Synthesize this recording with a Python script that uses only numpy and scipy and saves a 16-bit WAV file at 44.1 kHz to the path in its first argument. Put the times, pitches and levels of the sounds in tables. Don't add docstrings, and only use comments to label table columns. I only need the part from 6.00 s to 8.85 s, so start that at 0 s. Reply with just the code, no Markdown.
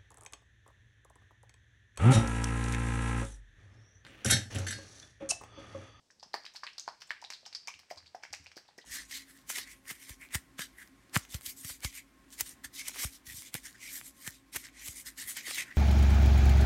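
import sys
import numpy as np
from scipy import signal
from scipy.fft import rfft, irfft
from scipy.io import wavfile
from scipy.ndimage import uniform_filter1d

SR = 44100
rng = np.random.default_rng(int(sys.argv[2]) if len(sys.argv) > 2 else 0)


def gain_from_db(level_db):
    decades = np.asarray(level_db, float) / 20
    return 10 ** decades


def dump(signal):
    limited = np.clip(np.atleast_2d(signal).T, -1, 1)
    pcm = np.round(limited * 32767).astype(np.int16)
    wavfile.write(sys.argv[1], SR, pcm)


N = 125685

# t/s, peak level/dB, centre f/Hz, brightness/dB
SLAPS = [(0.1053, -54, 5380, -3), (0.197, -48.5, 4440, 8), (0.228, -39, 4970, -4),
         (0.334, -37.5, 3900, 6), (0.3415, -25, 4550, 17.5), (0.4519, -43, 4700, 5),
         (0.4614, -43.5, 3600, -18), (0.5376, -49, 5560, 15), (0.559, -36.5, 4470, 14),
         (0.636, -36, 4660, -1), (0.7317, -52, 4960, 4), (0.7812, -32.5, 4530, 9),
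         (0.7975, -46, 5860, 3), (0.8777, -35.5, 4520, 8.5), (1.0044, -45.5, 4660, 11),
         (1.0177, -40, 4940, 12), (1.0933, -43.5, 4000, 8), (1.106, -34.5, 4200, 10.5),
         (1.2159, -45, 5140, 17), (1.241, -41.5, 4400, -4), (1.3027, -34.5, 4500, 8),
         (1.3242, -38, 4400, 11), (1.3364, -41, 3770, 0.1), (.667, -34.5, 2600, -32),
         (1.071, -53.5, 7250, 20),
         (1.4526, -43.5, 3480, 2), (1.4619, -35.5, 5200, 5.5), (1.5279, -39, 4260, 5),
              (1.5492, -28.5, 4730, -0.5), (1.561, -43, 4580, -36), (1.6734, -33, 5350, 7.5),
              (1.6831, -38, 5200, 19), (1.79, -47, 4440, 19.5), (1.895, -54, 6400, 11),
              (1.9025, -44, 4460, 22), (1.9108, -38.5, 5000, 16.5), (1.9738, -41, 4400, 0.5),
              (2.062, -50, 4080, 0), (2.148, -47, 5150, 12), (2.2267, -51, 4930, -2),
              (2.2345, -38, 5070, 10), (2.3281, -36, 4440, 12), (2.332, -35.5, 5600, 16.5),
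              (2.4404, -54.5, 5440, 18), (2.4663, -49, 4560, -6), (2.514, -52.5, 5200, 6),
              (2.56, -45.5, 4880, -5), (2.568, -42, 4760, 15.5), (2.5767, -45, 4430, 13),
              (2.68, -54.5, 3750, 4), (2.7795, -42.5, 5100, 15.5), (2.813, -51, 3380, -18)]
# t/s, peak level/dB, f/Hz, ring/cycles
PLOPS = [(0.228, -41.5, 804, 8.7), (0.3405, -24.5, 817, 5.1), (0.547, -50.5, 790, 9.9),
         (0.633, -31.5, 1085, 12), (0.781, -46, 980, 2.5), (0.8775, -24.5, 917, 9.5),
         (1.105, -42.5, 930, 8.5), (1.224, -41.5, 895, 26), (1.241, -47.5, 780, 29), (1.302, -43.5, 950, 5),
         (1.464, -49.5, 770, 13), (1.679, -38.5, 900, 13), (1.688, -42.5, 1105, 37), (1.91, -33, 666, 15),
         (1.972, -49, 1022, 31), (2.146, -34.5, 718, 18.6), (2.233, -42, 857, 5.6), (2.25, -48, 795, 11),
         (2.33, -40.5, 768, 14), (2.566, -41, 392, 2.4), (2.687, -49, 840, 10.4), (2.78, -43, 418, 2),
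         (2.842, -51.5, 850, 8.3), (1.429, -56.5, 560, 5.3), (.255, -60.0, 190, 5.4),
         (.342, -42.5, 428, 8.2), (2.574, -48, 725, 1.7)]
# t/s, peak level/dB, f/Hz, ring/cycles
KNOCKS = [(0.1031, -48.5, 1660, 7.8), (0.2304, -42.5, 3370, 6.3), (0.3405, -29.5, 1730, 22),
          (0.445, -41.5, 1390, 2.1), (0.4518, -41, 2680, 8.6), (0.4632, -36, 2000, 5.7),
          (0.5537, -46, 2040, 4), (0.5625, -48, 1800, 8), (0.6341, -32, 1590, 8.8), (0.6667, -31, 2140, 7),
          (0.674, -36.5, 1930, 22), (0.688, -38, 2500, 11), (0.701, -45, 2850, 15),
          (0.7965, -48, 3460, 7.1), (0.8786, -31.5, 1345, 8.4), (1.0195, -41, 2740, 8.4),
          (1.021, -41, 1580, 6.2), (1.1057, -28, 2040, 11), (1.106, -23.5, 1683, 16),
          (1.3027, -32.5, 2100, 3.6), (1.2416, -42.5, 2230, 9), (1.3236, -36, 1820, 7.6),
          (1.5273, -40.5, 2230, 2.6), (1.6755, -41.5, 2200, 12), (1.6815, -31.5, 2270, 58),
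          (1.704, -40.5, 2390, 25), (1.7401, -38, 2580, 9.2), (1.7929, -45, 1900, 2.5),
          (1.9087, -38.5, 1997, 16), (2.0602, -48, 2430, 6.6), (2.147, -43, 1550, 13),
          (2.2347, -37.5, 2180, 34), (2.2514, -38, 2060, 14), (2.3386, -28.5, 2064, 4.5),
          (2.4606, -41.5, 2330, 18), (2.5167, -41.5, 2050, 4.1), (2.576, -43.5, 1630, 22),
          (2.7872, -42.5, 1880, 50)]
# t/s, peak level/dB, f/Hz, ring/cycles
TICKS = [(.198, -46, 4760, 17), (1.4535, -46, 3520, 6), (.335, -40, 3980, 11), (.3415, -25.5, 4650, 23),
         (.4365, -46, 4700, 6), (.454, -38.5, 4740, 24), (.4645, -38, 3770, 21), (.5465, -55, 7500, 6),
         (.554, -44, 4000, 8.7), (.5625, -35, 4170, 13), (.569, -36.5, 5070, 18), (.6675, -33.5, 4100, 22),
         (.7325, -47.5, 5140, 20), (.7812, -36, 4860, 19), (.7825, -40, 3950, 30), (.797, -27.5, 6160, 23),
         (.803, -35.5, 4970, 18), (.886, -42, 5000, 20), (1.2167, -40, 5400, 5), (1.24, -43, 5500, 8.9),
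         (1.248, -34, 3750, 32), (1.2485, -40, 5160, 16), (1.3035, -33.5, 5630, 7), (1.325, -37, 4740, 8.8),
         (1.336, -34, 4300, 20), (1.4085, -50, 4800, 17), (1.535, -45, 4560, 8), (1.5505, -28.5, 4700, 20),
         (1.553, -31, 4620, 23), (1.5585, -36, 4930, 28), (1.565, -48, 4900, 23), (1.674, -30, 5486, 18),
         (1.9035, -40, 2030, 9.4), (1.9605, -44, 5030, 7.3), (2.004, -54, 1740, 6),
         (2.027, -53.5, 1700, 4.4), (2.226, -49, 2330, 6.1), (2.2365, -37.5, 1583, 19),
         (2.3055, -51, 4800, 8.9), (2.306, -54, 2100, 2.8), (2.3285, -33, 5040, 8),
         (2.332, -26.5, 5700, 5.9), (2.349, -34, 5700, 6.4), (2.4668, -40, 2560, 13),
         (2.467, -43, 4740, 8.7), (2.467, -51, 795, 2.5)]
# t/s, peak level/dB
FOOTFALLS = [
    (0.2, -70.5),
    (1.747, -62),
    (1.965, -58.5),
    (2.025, -61.5),
    (2.302, -57.5),
    (2.396, -52.5),
    (2.467, -69),
]
# f/Hz, level/dB, t60/s
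BOARDS = [(82, 5, 0.31), (95.7, -0.5, 0.23), (151, -1.5, 0.15), (282, 0.5, 0.12)]
# f/Hz, t60/s
ROOM_T60 = [(200, 0.25), (700, 0.22), (2000, 0.34), (5000, 0.42), (12000, 0.26)]
# f/Hz, density/dB per Hz
HISS = [(30, -9.5), (90, 0), (250, -2), (700, -6.5), (2000, -15.5), (5500, -9), (9000, -22), (15000, -32)]

SLAP_WIDTH_HZ, SWELL_S, SPRAY_T60_S, MIST_T60_S = 1346, 0.0023, 0.068, 0.049
CRACK_DB, CRACK_T60_S = -2, 0.002
BROAD_DB, AIR_DB = -17, -40.5
DROPS_PER_S, DROP_SPREAD_DB, CLUMP_DB = 5000, 3, 4
PITCH_RISE, CLICK_DB, RATTLE_T60_S = 0.09, -21.5, 0.07
POCKET_RATTLE_DB, TICK_RATTLE_DB = -11, -26
SLOSH_DB, SLOSH_FROM_S = -75, 0.21
ROOM_DB, FIRST_ECHO_S = -8.5, 0.005
EARLY_DB, EARLY_T60_S = 3.5, 0.073
STEP_SOFT_HZ, HISS_DB = 250, -75
MIC_BASS_HZ = 147
MIC_PEAK_HZ, MIC_PEAK_WIDTH_HZ, MIC_PEAK_DB = 4900, 1200, -13.5
MIC_DIP_HZ, MIC_DIP_WIDTH_HZ, MIC_DIP_DB = 1325, 246, -9.5
STEP_HZ, STEP_DOWN_DB, CUTOFF_HZ = 15750, -3, 16550


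def rms_one(x):
    return x / np.sqrt(np.mean(x ** 2) + 1e-20)


def peak_one(x):
    return x / np.abs(x).max()


def at_hz(points, hz):
    table_hz, value = np.transpose(points)
    return np.interp(np.log(hz), np.log(table_hz), value)


def fade(t, t60_s):
    return gain_from_db(-60 * t / max(t60_s, 1e-3))


def butter(x, hz, kind):
    return signal.sosfilt(signal.butter(2, hz, kind, fs=SR, output="sos"), x)


def resonate(x, hz, width_hz):
    r = np.exp(-np.pi * width_hz / SR)
    zeros = np.array([1, 0, -1]) * (1 - r * r) / 2
    poles = [1, -2 * r * np.cos(2 * np.pi * hz / SR), r * r]
    return signal.lfilter(zeros, poles, x)


def add(out, start_s, sound, peak_db):
    i = int(start_s * SR)
    out[i:i + len(sound)] += gain_from_db(peak_db) * peak_one(sound)


def drops(rows, size):
    size_db = DROP_SPREAD_DB * np.minimum(rng.exponential(1, (rows, size)), 4)
    clicks = gain_from_db(size_db) * rng.choice([-1, 1], (rows, size))
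    clumps = gain_from_db(CLUMP_DB * rng.standard_normal((rows, size // 100)))
    clumps = uniform_filter1d(np.repeat(clumps, 100, axis=1), size=60)
    landed = rng.random((rows, size)) < DROPS_PER_S / SR
    return clicks * clumps * landed


def slaps():
    events = SLAPS
    out, t = np.zeros(N + SR), np.arange(6000) / SR
    swell = 1 - np.exp(-t / SWELL_S)
    showers = drops(len(events), len(t))
    noises = rng.standard_normal((len(events), len(t)))
    for (start_s, db, hz, bright_db), shower, noise in zip(events, showers, noises):
        spray = rms_one(shower) * fade(t, SPRAY_T60_S) * swell
        crack_db = CRACK_DB + 0.5 * (db + 54.5)
        burst = spray + gain_from_db(crack_db) * noise * fade(t, CRACK_T60_S)
        wall = burst
        for widening in (1, 2.3, 1.93):
            wall = resonate(wall, hz, widening * SLAP_WIDTH_HZ)
        mist = 0.15 * burst + noise[::-1] * fade(t, MIST_T60_S)
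        air = gain_from_db(AIR_DB + bright_db) * butter(mist, [6800, 14500], "band")
        broad = gain_from_db(BROAD_DB + 0.5 * bright_db) * butter(burst, [900, 3500], "band")
        add(out, start_s, wall + air + broad, db)
    return out[:N]


def pockets(events, rattle_db):
    out, t = np.zeros(N + SR), np.arange(4000) / SR
    for (start_s, db, hz, cycles), clicks in zip(events, drops(len(events), len(t))):
        t60_s = cycles / hz
        phase = 2 * np.pi * hz * (t + PITCH_RISE * t * t / t60_s)
        attack = (1 - np.exp(-2.6 * t * hz)) ** 2
        ring = np.sin(phase) * fade(t, t60_s) * attack
        rattle = resonate(clicks * fade(t, RATTLE_T60_S), 1.07 * hz, hz)
        rattle = resonate(rattle, 0.92 * hz, hz)
        impulse = np.arange(len(t)) == int(SR / hz / 2)
        click = butter(resonate(impulse, hz, 4.8 * hz), 2 * hz, "low")
        sound = peak_one(ring) + gain_from_db(rattle_db) * peak_one(rattle)
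        sound = sound - gain_from_db(CLICK_DB) * click / click.max()
        add(out, start_s + 0.7 / hz, sound, db)
    return out[:N]


def slosh():
    grains = drops(1, N // 100 * 100 + 100)[0, :N]
    wash = rms_one(butter(grains, [500, 3000], "band"))
    onset = np.clip(10 * (np.arange(N) / SR - SLOSH_FROM_S), 0, 1)
    return gain_from_db(SLOSH_DB) * wash * onset


def room(x):
    t, echo = np.arange(SR // 2) / SR, 0
    edges_hz = 100 * 2 ** np.arange(0, 7.6, 0.5)
    white = rng.standard_normal((2, 4, len(t)))
    for k, (low, high) in enumerate(zip(edges_hz, edges_hz[1:])):
        band = butter(white[k % 2], [low, high], "band")
        echo = echo + band * fade(t, at_hz(ROOM_T60, np.sqrt(low * high)))
    onset = np.clip(t / FIRST_ECHO_S - 1, 0, 1)
    echo = echo * onset * (1 + gain_from_db(EARLY_DB) * fade(t, EARLY_T60_S))
    echo = echo / np.sqrt(np.sum(echo[0] ** 2))
    place = np.arange(N) // 170 % 4 == np.arange(4)[:, None]
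    place = np.sqrt(uniform_filter1d(1.0 * place, size=120))
    return signal.fftconvolve(x * place, echo, axes=1)[:, :N].sum(axis=0)


def footfalls():
    out, t = np.zeros(N + SR), np.arange(16000) / SR
    hum = sum(gain_from_db(db) * np.sin(2 * np.pi * hz * t) * fade(t, t60_s) for hz, db, t60_s in BOARDS)
    hum = hum * (1 - np.exp(-t * STEP_SOFT_HZ))
    for start_s, db in FOOTFALLS:
        add(out, start_s, hum, db)
    return butter(out[:N], 60, "high")


def hiss():
    hz = np.maximum(np.arange(N // 2 + 1) * SR / N, 1)
    spectrum = rfft(rng.standard_normal(N)) * gain_from_db(at_hz(HISS, hz))
    return gain_from_db(HISS_DB) * rms_one(irfft(spectrum, N))


def scene():
    cup = pockets(PLOPS, POCKET_RATTLE_DB) + pockets(KNOCKS, POCKET_RATTLE_DB)
    cup = cup + slaps() + slosh() + pockets(TICKS, TICK_RATTLE_DB)
    cup = butter(cup, MIC_BASS_HZ, "high")
    return (cup + gain_from_db(ROOM_DB) * room(cup) + footfalls() + hiss())[None, :]


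def top_cut(x):
    return signal.sosfilt(signal.butter(12, 16500, fs=SR, output="sos"), x)


def record(dry):
    x = dry + gain_from_db(MIC_PEAK_DB) * resonate(dry, MIC_PEAK_HZ, MIC_PEAK_WIDTH_HZ)
    x = x + 0.81 * resonate(dry, 8060, 1240)
    x = x - gain_from_db(MIC_DIP_DB) * resonate(x, MIC_DIP_HZ, MIC_DIP_WIDTH_HZ)
    hz = np.arange(N // 2 + 1) * SR / N
    top = np.where(hz > STEP_HZ, gain_from_db(STEP_DOWN_DB), 1) * (hz < CUTOFF_HZ)
    x = irfft(rfft(x) * top, N)
    return top_cut(x)


dry = scene()
out = record(dry)
dump(out)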